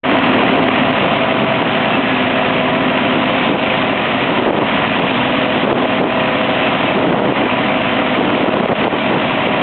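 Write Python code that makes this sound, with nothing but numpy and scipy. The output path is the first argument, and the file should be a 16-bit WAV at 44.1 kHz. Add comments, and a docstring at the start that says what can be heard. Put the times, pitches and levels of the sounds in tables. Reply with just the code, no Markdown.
"""Bulldozer pushing gravel

A diesel at full throttle lugs and recovers as the blade bites, under the drone of its cooling fan.
Stones slide ahead of the blade while the steel tracks clink and squeak. Gusts buffet the microphone
of a small camera, whose fast gain control ducks the machine at the hard thumps."""
import sys
import numpy as np
from scipy.fft import rfft, irfft, next_fast_len
from scipy.io import wavfile
from scipy.ndimage import uniform_filter1d, map_coordinates

SR = 44100
rng = np.random.default_rng(int(sys.argv[2]) if len(sys.argv) > 2 else 0)


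def file_out(sig):
    """Save sig as 16-bit WAV at sys.argv[1]."""
    # one column per channel
    cols = np.atleast_2d(sig).T
    # limit, then scale
    lim = np.clip(cols, -1, 1)
    pcm = np.round(lim * 32767).astype(np.int16)
    wavfile.write(sys.argv[1], SR, pcm)


N = 424241


def engine(full_speed_hz=26.82):
    """Combustion pulses a roar and a clatter; the exhaust booms at speed and thins as the diesel lugs."""
    # crankshaft speed, sagging each time the blade bites: t/s, f/Hz
    speed = [(0, 27.13), (.6, 27.14), (.95, 26.42), (1.27, 25.88), (1.7, 26.2), (2.1, 26.54), (2.5, 26.58),
             (2.8, 26.75), (3.2, 26.55), (3.6, 25.71), (4.17, 24.9), (4.6, 25.9), (4.95, 26.3),
             (5.65, 26.68), (6, 26.48), (6.55, 25.25), (6.85, 25.01), (7.35, 26.03), (7.7, 26.27),
             (8.25, 26.26), (9, 25.79), (9.5, 25.18)]
    # loudness of the roar and the clatter, rising during the strong gusts: t/s, level/dB
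    roar_level = [(0, 2.5), (.6, 1), (1.3, 1), (2, 0), (3.3, 1), (4, -1), (4.7, 0.8), (5.5, -1), (6.8, 0),
                  (7.3, 0.5), (7.9, -1), (8.6, 1), (9.0, -2), (9.6, -0.5)]
    # muffler and engine bay resonances: f/Hz, width/Hz, level/dB
    body = [(183, 80, -6), (202.6, 40, -2), (269, 45.3, 0), (706, 114, -3.5), (998, 63.5, -4)]
    # clatter spectrum: f/Hz, level/dB
    clatter_eq = [(25, -22.5), (60, -22), (115, -6.5), (160, -2.5), (250, 0), (420, -5.5), (600, 4),
                  (870, -3), (1150, 1.5), (1650, -4), (1950, -1), (2250, -2.5), (2700, -2), (3200, -5.5),
                  (3650, -16.5), (4000, -21), (4400, -44)]
    # exhaust tones: crankshaft order, level/dB at full speed, loss/dB per Hz of sag
    exhaust_tones = [(2, -48, 2), (2.5, -50, -1.5), (4, -37, 1.5), (5.5, -39.5, -1.5), (6, -35, 1.5),
                     (7, -37.5, -1), (7.5, -35, 2), (8, -29, 2.5), (8.5, -34, -1.5), (9.5, -21, 8),
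                     (10, -33, -0.5), (10.5, -36, -3), (11, -35, 0), (11.5, -37.5, -1)]
    crank_hz, = curves(speed)
    crank = np.cumsum(crank_hz) / SR
    sag_hz = np.maximum(full_speed_hz - crank_hz, 0)
    swell_db, = curves(roar_level)
    roar = amp(-20 + swell_db + 0.18 * wobble(9))
    roar *= resonant(firing(crank, depth=0.86) * rng.standard_normal(N), body)
    clatter = amp(-18 + swell_db + 0.3 * wobble(9.1))
    clatter *= coloured(firing(crank, depth=0.39) * rng.standard_normal(N), clatter_eq)
    exhaust = sum(amp(-loss_db * sag_hz) * tones(crank, [(order, db)], flutter_db=.8, drift=.2)
                  for order, db, loss_db in exhaust_tones)
    return roar + clatter + exhaust


def firing(crank, depth):
    """Eight cylinders, each with its own strength, give four pulses a turn."""
    count = 4 * crank
    strength = 1 + 0.65 * rng.standard_normal(8)
    return 1 + depth * strength[count.astype(int) % 8] * np.sin(np.pi * count) ** 4


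def stack(half_width_hz=41):
    """Rushing gas rings the exhaust stack in a narrow band that slowly sinks."""
    # hollow ring, strongest early on: t/s, f/Hz, level/dB
    ring = [(0, 668, -27), (.6, 678, -25.5), (1.3, 658.5, -25.5), (2.1, 659.7, -28.5), (2.7, 650.7, -25.5),
            (3.4, 653.3, -30), (5, 646, -32.5), (7, 648.8, -28), (8.5, 643.6, -27), (9.6, 647.5, -31)]
    centre_hz, level_db = curves(ring)
    phase = 2 * np.pi * np.cumsum(centre_hz) / SR
    sway = lambda: filtered(rng.standard_normal(N), lambda hz: 1 / (1 + (hz / half_width_hz) ** 2))
    return amp(level_db) * unit(sway() * np.cos(phase) + sway() * np.sin(phase))


def fan():
    """The cooling fan sounds its blade rate and overtones, which swell and fade as the machine turns."""
    # blade rate, trailing the engine gently on a slipping drive: t/s, f/Hz
    speed = [(0, 132.1), (.8, 132.7), (1.15, 131.7), (1.6, 128.2), (2.1, 128), (2.9, 129.9), (3.35, 129.7),
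             (3.8, 128.4), (4.35, 124.4), (4.6, 123.6), (5.4, 126.2), (6, 128.6), (6.35, 128), (6.7, 126.5),
             (7.05, 124.3), (7.4, 124.3), (8.3, 126.8), (8.8, 127.3), (9.6, 124.3)]
    # overtones that swell together: multiple of the blade rate, level/dB
    partials = [(2, -36), (3, -31), (8, -39)]
    # faders for those overtones and a drone near 650 Hz: t/s, overtone gain/dB, drone level/dB
    faders = [(0, 0, -38), (.55, 1, -33), (1, -1, -26.5), (1.3, 1, -21.5), (1.9, 2, -30),
              (2.65, 2.5, -23.5), (3.25, 2, -38), (3.65, -1, -27), (4.1, -1, -32), (4.7, -6, -36),
              (5.4, -3, -28), (6.15, -1, -22.5), (6.5, 0, -27), (7.3, -6, -32), (7.9, -4, -28),
              (8.6, -5, -24), (9.6, -7, -29)]
    # throb at the blade rate: t/s, level/dB
    throb_level = [(0, -35.5), (1.5, -32.5), (1.9, -36.5), (9.6, -38.5)]
    # hum near 510 Hz: t/s, level/dB
    hum_level = [(0, -35), (1.3, -31), (1.9, -32), (2.5, -31), (3.2, -29.5), (3.7, -26.5), (4.2, -35.5),
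                 (4.8, -36), (5.4, -27.5), (6.35, -25.5), (7.1, -34.5), (8.0, -31), (9.6, -42.5)]
    # whine near 760 Hz: t/s, level/dB
    whine_level = [(0, -41), (5, -40), (6, -33.5), (6.7, -29), (7.3, -30), (7.8, -28), (8.8, -41),
                   (9.5, -35)]
    blades = np.cumsum(curves(speed)[0]) / SR
    overtone_db, drone_db = curves(faders)
    blade_tones = lambda orders: tones(blades, orders, flutter_db=2, drift=.35)
    throb = amp(curves(throb_level)[0]) * blade_tones([(1, 0)])
    overtones = amp(overtone_db) * blade_tones(partials)
    hum = amp(curves(hum_level)[0]) * blade_tones([(4, 0)])
    drone = amp(drone_db + 1.5 * wobble(45)) * blade_tones([(5, 0)])  # fast wobble roughens it
    whine = amp(curves(whine_level)[0]) * blade_tones([(6, 0)])
    return throb + overtones + hum + drone + whine


def gravel():
    """Stones click against each other in small slides ahead of the blade."""
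    # how much gravel is sliding: t/s, level/dB
    sliding = [(0, -29), (.7, -32), (1, -23), (1.4, -29.5), (1.85, -25), (2.3, -25.5), (2.9, -32),
               (3.4, -22.5), (4.2, -26), (4.8, -26), (5.25, -23), (6.3, -29), (6.75, -24.5), (7.6, -28),
               (8.4, -26), (9.6, -27.5)]
    # spectrum of the clicks: f/Hz, level/dB
    stone_eq = [(200, -14), (700, -0.5), (1500, -5), (2700, -1), (3300, -2), (3700, -4.5), (4400, -37.5)]
    sliding_db, = curves(sliding)
    clicks = impacts(rate=4000, spread_db=4.5) * rng.choice([-1, 1], N)
    return amp(sliding_db + 1.4 * wobble(14)) * coloured(clicks, stone_eq)


def tracks(shoe_width_hz=34, clink_db=-29.5, top_hz=3550):
    """Steel pins slip in their dry links with a rough squeak; the shoes clink all the while."""
    # link squeaks: t/s, half length/s, f/Hz, width/Hz, level/dB
    slips = [(1.945, 0.06, 2650, 46, -23), (2.155, 0.48, 1680, 10.35, -29.5), (3.366, 0.06, 2645, 98, -27),
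             (5.223, 0.04, 2627, 60, -32), (6.18, .06, 2758, 41.4, -30), (6.657, 0.037, 2625, 39, -19),
             (6.903, 0.033, 2617, 38, -22), (7.373, 0.027, 2059, 70, -22), (7.773, 0.069, 2380, 40, -35.5)]
    # ring of the steel shoes: f/Hz, relative level/dB
    shoe_modes = [(1830, -1.5), (1915, -1), (2025, -2.5), (2330, 1.5), (2420, -2), (2505, 1), (2620, -7),
                  (2720, -0.5), (3090, -1), (3310, -4)]
    t, squeaks = np.arange(N) / SR, np.zeros(N)
    for s, half, hz, width, db in slips:
        swell = amp(db) * np.exp(-((t - s) / half) ** 2)
        squeaks += swell * resonant(rng.standard_normal(N), [(hz, width, 0)])
    clinks = sum(amp(db) * resonant(impacts(rate=14, spread_db=1.5), [(hz, shoe_width_hz, 0)])
                 for hz, db in shoe_modes)
    return filtered(squeaks + amp(clink_db) * unit(clinks), lambda hz: 1 / (1 + (hz / top_hz) ** 20))


def wind(thump_width_s=0.00042):
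    """Eddies strike the microphone port as an uneven patter of pressure pulses on a rough rush."""
    # buffeting spectrum: f/Hz, level/dB
    buffet_eq = [(30, -37), (80, -19), (125, -6), (190, 0), (310, 3), (450, 0.5), (700, -4.5), (1050, -8),
                 (1600, -16), (3000, -31), (4400, -56.5)]
    # the hardest eddies: t/s, peak level/dB
    thumps = [(0.691, -1.5), (1.628, 1), (3.546, 0.5), (3.934, -2), (4.400, 3), (4.469, 2), (4.509, 11.5),
              (4.533, 6), (4.546, -2), (4.560, -6), (4.590, 7), (4.598, 0), (4.624, -1), (5.679, 2),
              (5.730, 11), (5.857, 3), (6.016, 4.5), (6.043, 5), (6.976, -0.5), (7.054, -2), (7.147, 1),
              (7.164, 2.5), (7.205, 4), (7.222, 5), (7.325, 4), (7.406, -2), (8.214, 2.5), (8.379, -2),
              (8.444, 2), (8.464, 2.5), (8.494, 3), (8.543, 4.5), (8.572, -1), (8.610, 4), (8.661, 3),
              (8.732, 6.5), (8.872, -3), (8.881, 7), (8.940, 0), (9.149, -2), (9.163, -1), (9.473, 2)]
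    eddy_count = np.floor(np.cumsum(115 * amp(5 * np.tanh(wobble(100)))) / SR)
    strikes = np.diff(eddy_count, prepend=0) * rng.uniform(0.55, 1, N) * rng.choice([-1, -1, 1], N)
    turbulence = rng.standard_normal(N) * amp(3 * wobble(170))
    rush = np.tanh(coloured(turbulence, buffet_eq) / 2)
    eddies = unit(coloured(strikes, buffet_eq) + amp(2.5) * unit(rush))
    out = gusting() * eddies
    t = np.arange(N) / SR
    for s, db in thumps:
        near = slice(int((s - .01) * SR), int((s + .01) * SR))
        u = (t[near] - s) / thump_width_s
        out[near] -= amp(db) * (1 - u * u) * np.exp(-u * u / 2)  # the port passes no steady pressure
    return out


def gusting(breeze_db=-29, attack_s=0.0021, release_s=0.0099):
    """Strength of the wind: each gust rises, holds and dies away over a restless breeze."""
    # gusts on the microphone: t/s, hold/s, level/dB
    gusts = [(0.11, 0.045, -21), (0.354, 0.24, -18), (0.55, 0.087, -16), (1.027, 0.04, -12.5),
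             (1.407, 0.044, -13), (1.587, 0.079, -19), (1.95, 0.052, -14), (3.131, .055, -18),
             (3.491, 0.07, -11), (4.289, 0.036, -14.5), (4.379, 0.058, -12.5), (4.464, 0.046, -6),
             (4.547, 0.085, -10.5), (4.99, 0.061, -10.5), (5.544, 0.052, -19.5), (5.64, 0.14, -10),
             (5.814, 0.049, -15), (6.007, 0.061, -9), (6.959, 0.064, -13), (7.044, 0.11, -10.5),
             (7.154, .17, -10.5), (7.36, 0.12, -14.5), (8.177, 0.18, -13.5), (8.40, .045, -15),
             (8.479, 0.026, -12), (8.547, 0.1, -9), (8.693, 0.032, -5.5), (8.797, .04, -18),
             (8.847, 0.036, -8.5), (8.93, 0.022, -9.5), (9.1, 0.074, -13.5), (9.466, 0.05, -15.5)]
    t = np.arange(N) / SR
    power = amp(breeze_db + 2.5 * wobble(12)) ** 2
    for start, hold, db in gusts:
        linger_s = 0.051 * hold  # longer gusts come and go more slowly
        rise = np.maximum(start - t, 0) / (attack_s + linger_s)
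        fall = np.maximum(t - start - hold, 0) / (release_s + linger_s)
        power += (amp(db) * np.exp(-rise - fall)) ** 2
    return np.sqrt(power)


def gain_control(x, ceiling_db, release_s, lag_s=.0005):
    """Peaks over the ceiling pull the gain down within a millisecond; deep cuts recover fastest."""
    sensed = x - .2 * uniform_filter1d(x, size=30)  # the detector is a little deaf to bass
    level = np.sqrt(np.abs(uniform_filter1d(sensed ** 2, size=32)))
    excess_db = np.maximum(20 * np.log10(level + 1e-9) - ceiling_db, 1e-6)
    ramp = np.arange(N) / SR / release_s
    cut_db = np.exp(np.maximum.accumulate(np.log(excess_db) + ramp) - ramp)  # decaying peak hold
    late_db = np.pad(cut_db, (int(lag_s * SR), 0))[:N]  # the front of each thump slips through
    return x * amp(-uniform_filter1d(late_db, size=24))


def settling(start_s=.033, fade_s=.018, boost_db=2, hold_s=0.45, settle_s=0.94):
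    """The camera's gain fades in quickly, stays high for a moment and sinks to normal."""
    t = np.maximum(np.arange(N) / SR - start_s, 0)
    fade_in = 1 - np.exp(-t / fade_s)
    return fade_in * amp(boost_db * np.clip(1 - (t - hold_s) / settle_s, 0, 1))


def tones(turns, orders, flutter_db, drift):
    """Harmonics of a turning part; each flutters in strength and phase on its way through moving air."""
    out = np.zeros(N)
    for order, db in orders:
        phase = 2 * np.pi * (order * turns + rng.random()) + drift * wobble(9)
        out += amp(db + flutter_db * np.tanh(wobble(6.4))) * np.sqrt(2) * np.sin(phase)
    return out


def impacts(rate, spread_db):
    """Randomly timed impulses of scattered size, about rate a second."""
    return (rng.random(N) < rate / SR) * amp(spread_db * rng.standard_normal(N))


def resonant(x, modes):
    """x through resonances (f/Hz, width/Hz, level/dB) of alternating polarity, at rms 1."""
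    def response(f):
        return sum((-1) ** k * amp(db) * 1j * f * width / (hz * hz - f * f + 1j * f * width)
                   for k, (hz, width, db) in enumerate(modes))
    return unit(filtered(x, response))


def coloured(x, spectrum):
    """x through an EQ curve (f/Hz, level/dB) on a log frequency axis, at rms 1."""
    f, db = np.transpose(spectrum)
    return unit(filtered(x, lambda hz: amp(np.interp(np.log(hz + 1), np.log(f), db))))


def filtered(x, response):
    """x through a complex frequency response."""
    size = next_fast_len(N + SR // 2)
    return irfft(rfft(x, size) * response(np.fft.rfftfreq(size, 1 / SR)), size)[:N]


def wobble(rate):
    """A smooth random curve, rate knots a second."""
    return map_coordinates(rng.standard_normal(int(N * rate / SR) + 4), [np.arange(N) * rate / SR])


def curves(rows):
    """One automation curve for each column after the time."""
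    s, *cols = np.transpose(rows)
    return [np.interp(np.arange(N) / SR, s, c) for c in cols]


def amp(db):
    """Decibels to gain."""
    return 10 ** (np.asarray(db) / 20)


def unit(x):
    """Scale to rms 1."""
    return x / np.sqrt(np.mean(x ** 2) + 1e-20)


def scene():
    """The machine, its tracks and its gravel in open air, wind at the listener."""
    return (engine() + stack() + fan() + gravel() + wind() + tracks())[None]


def record(dry):
    """Gain control, the settling level, a soft overload and the narrow band of the camera."""
    bottom_hz, top_hz = 36, 4340
    ducked = gain_control(dry[0], ceiling_db=-10, release_s=0.028) * settling()
    rounded = ducked / (1 + np.abs(ducked / .8) ** 5) ** (1 / 5)
    band = lambda hz: hz ** 3 / np.sqrt((hz ** 6 + bottom_hz ** 6) * (1 + (hz / top_hz) ** 80))
    return filtered(rounded, band)[None]


dry = scene()
out = record(dry)
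file_out(out)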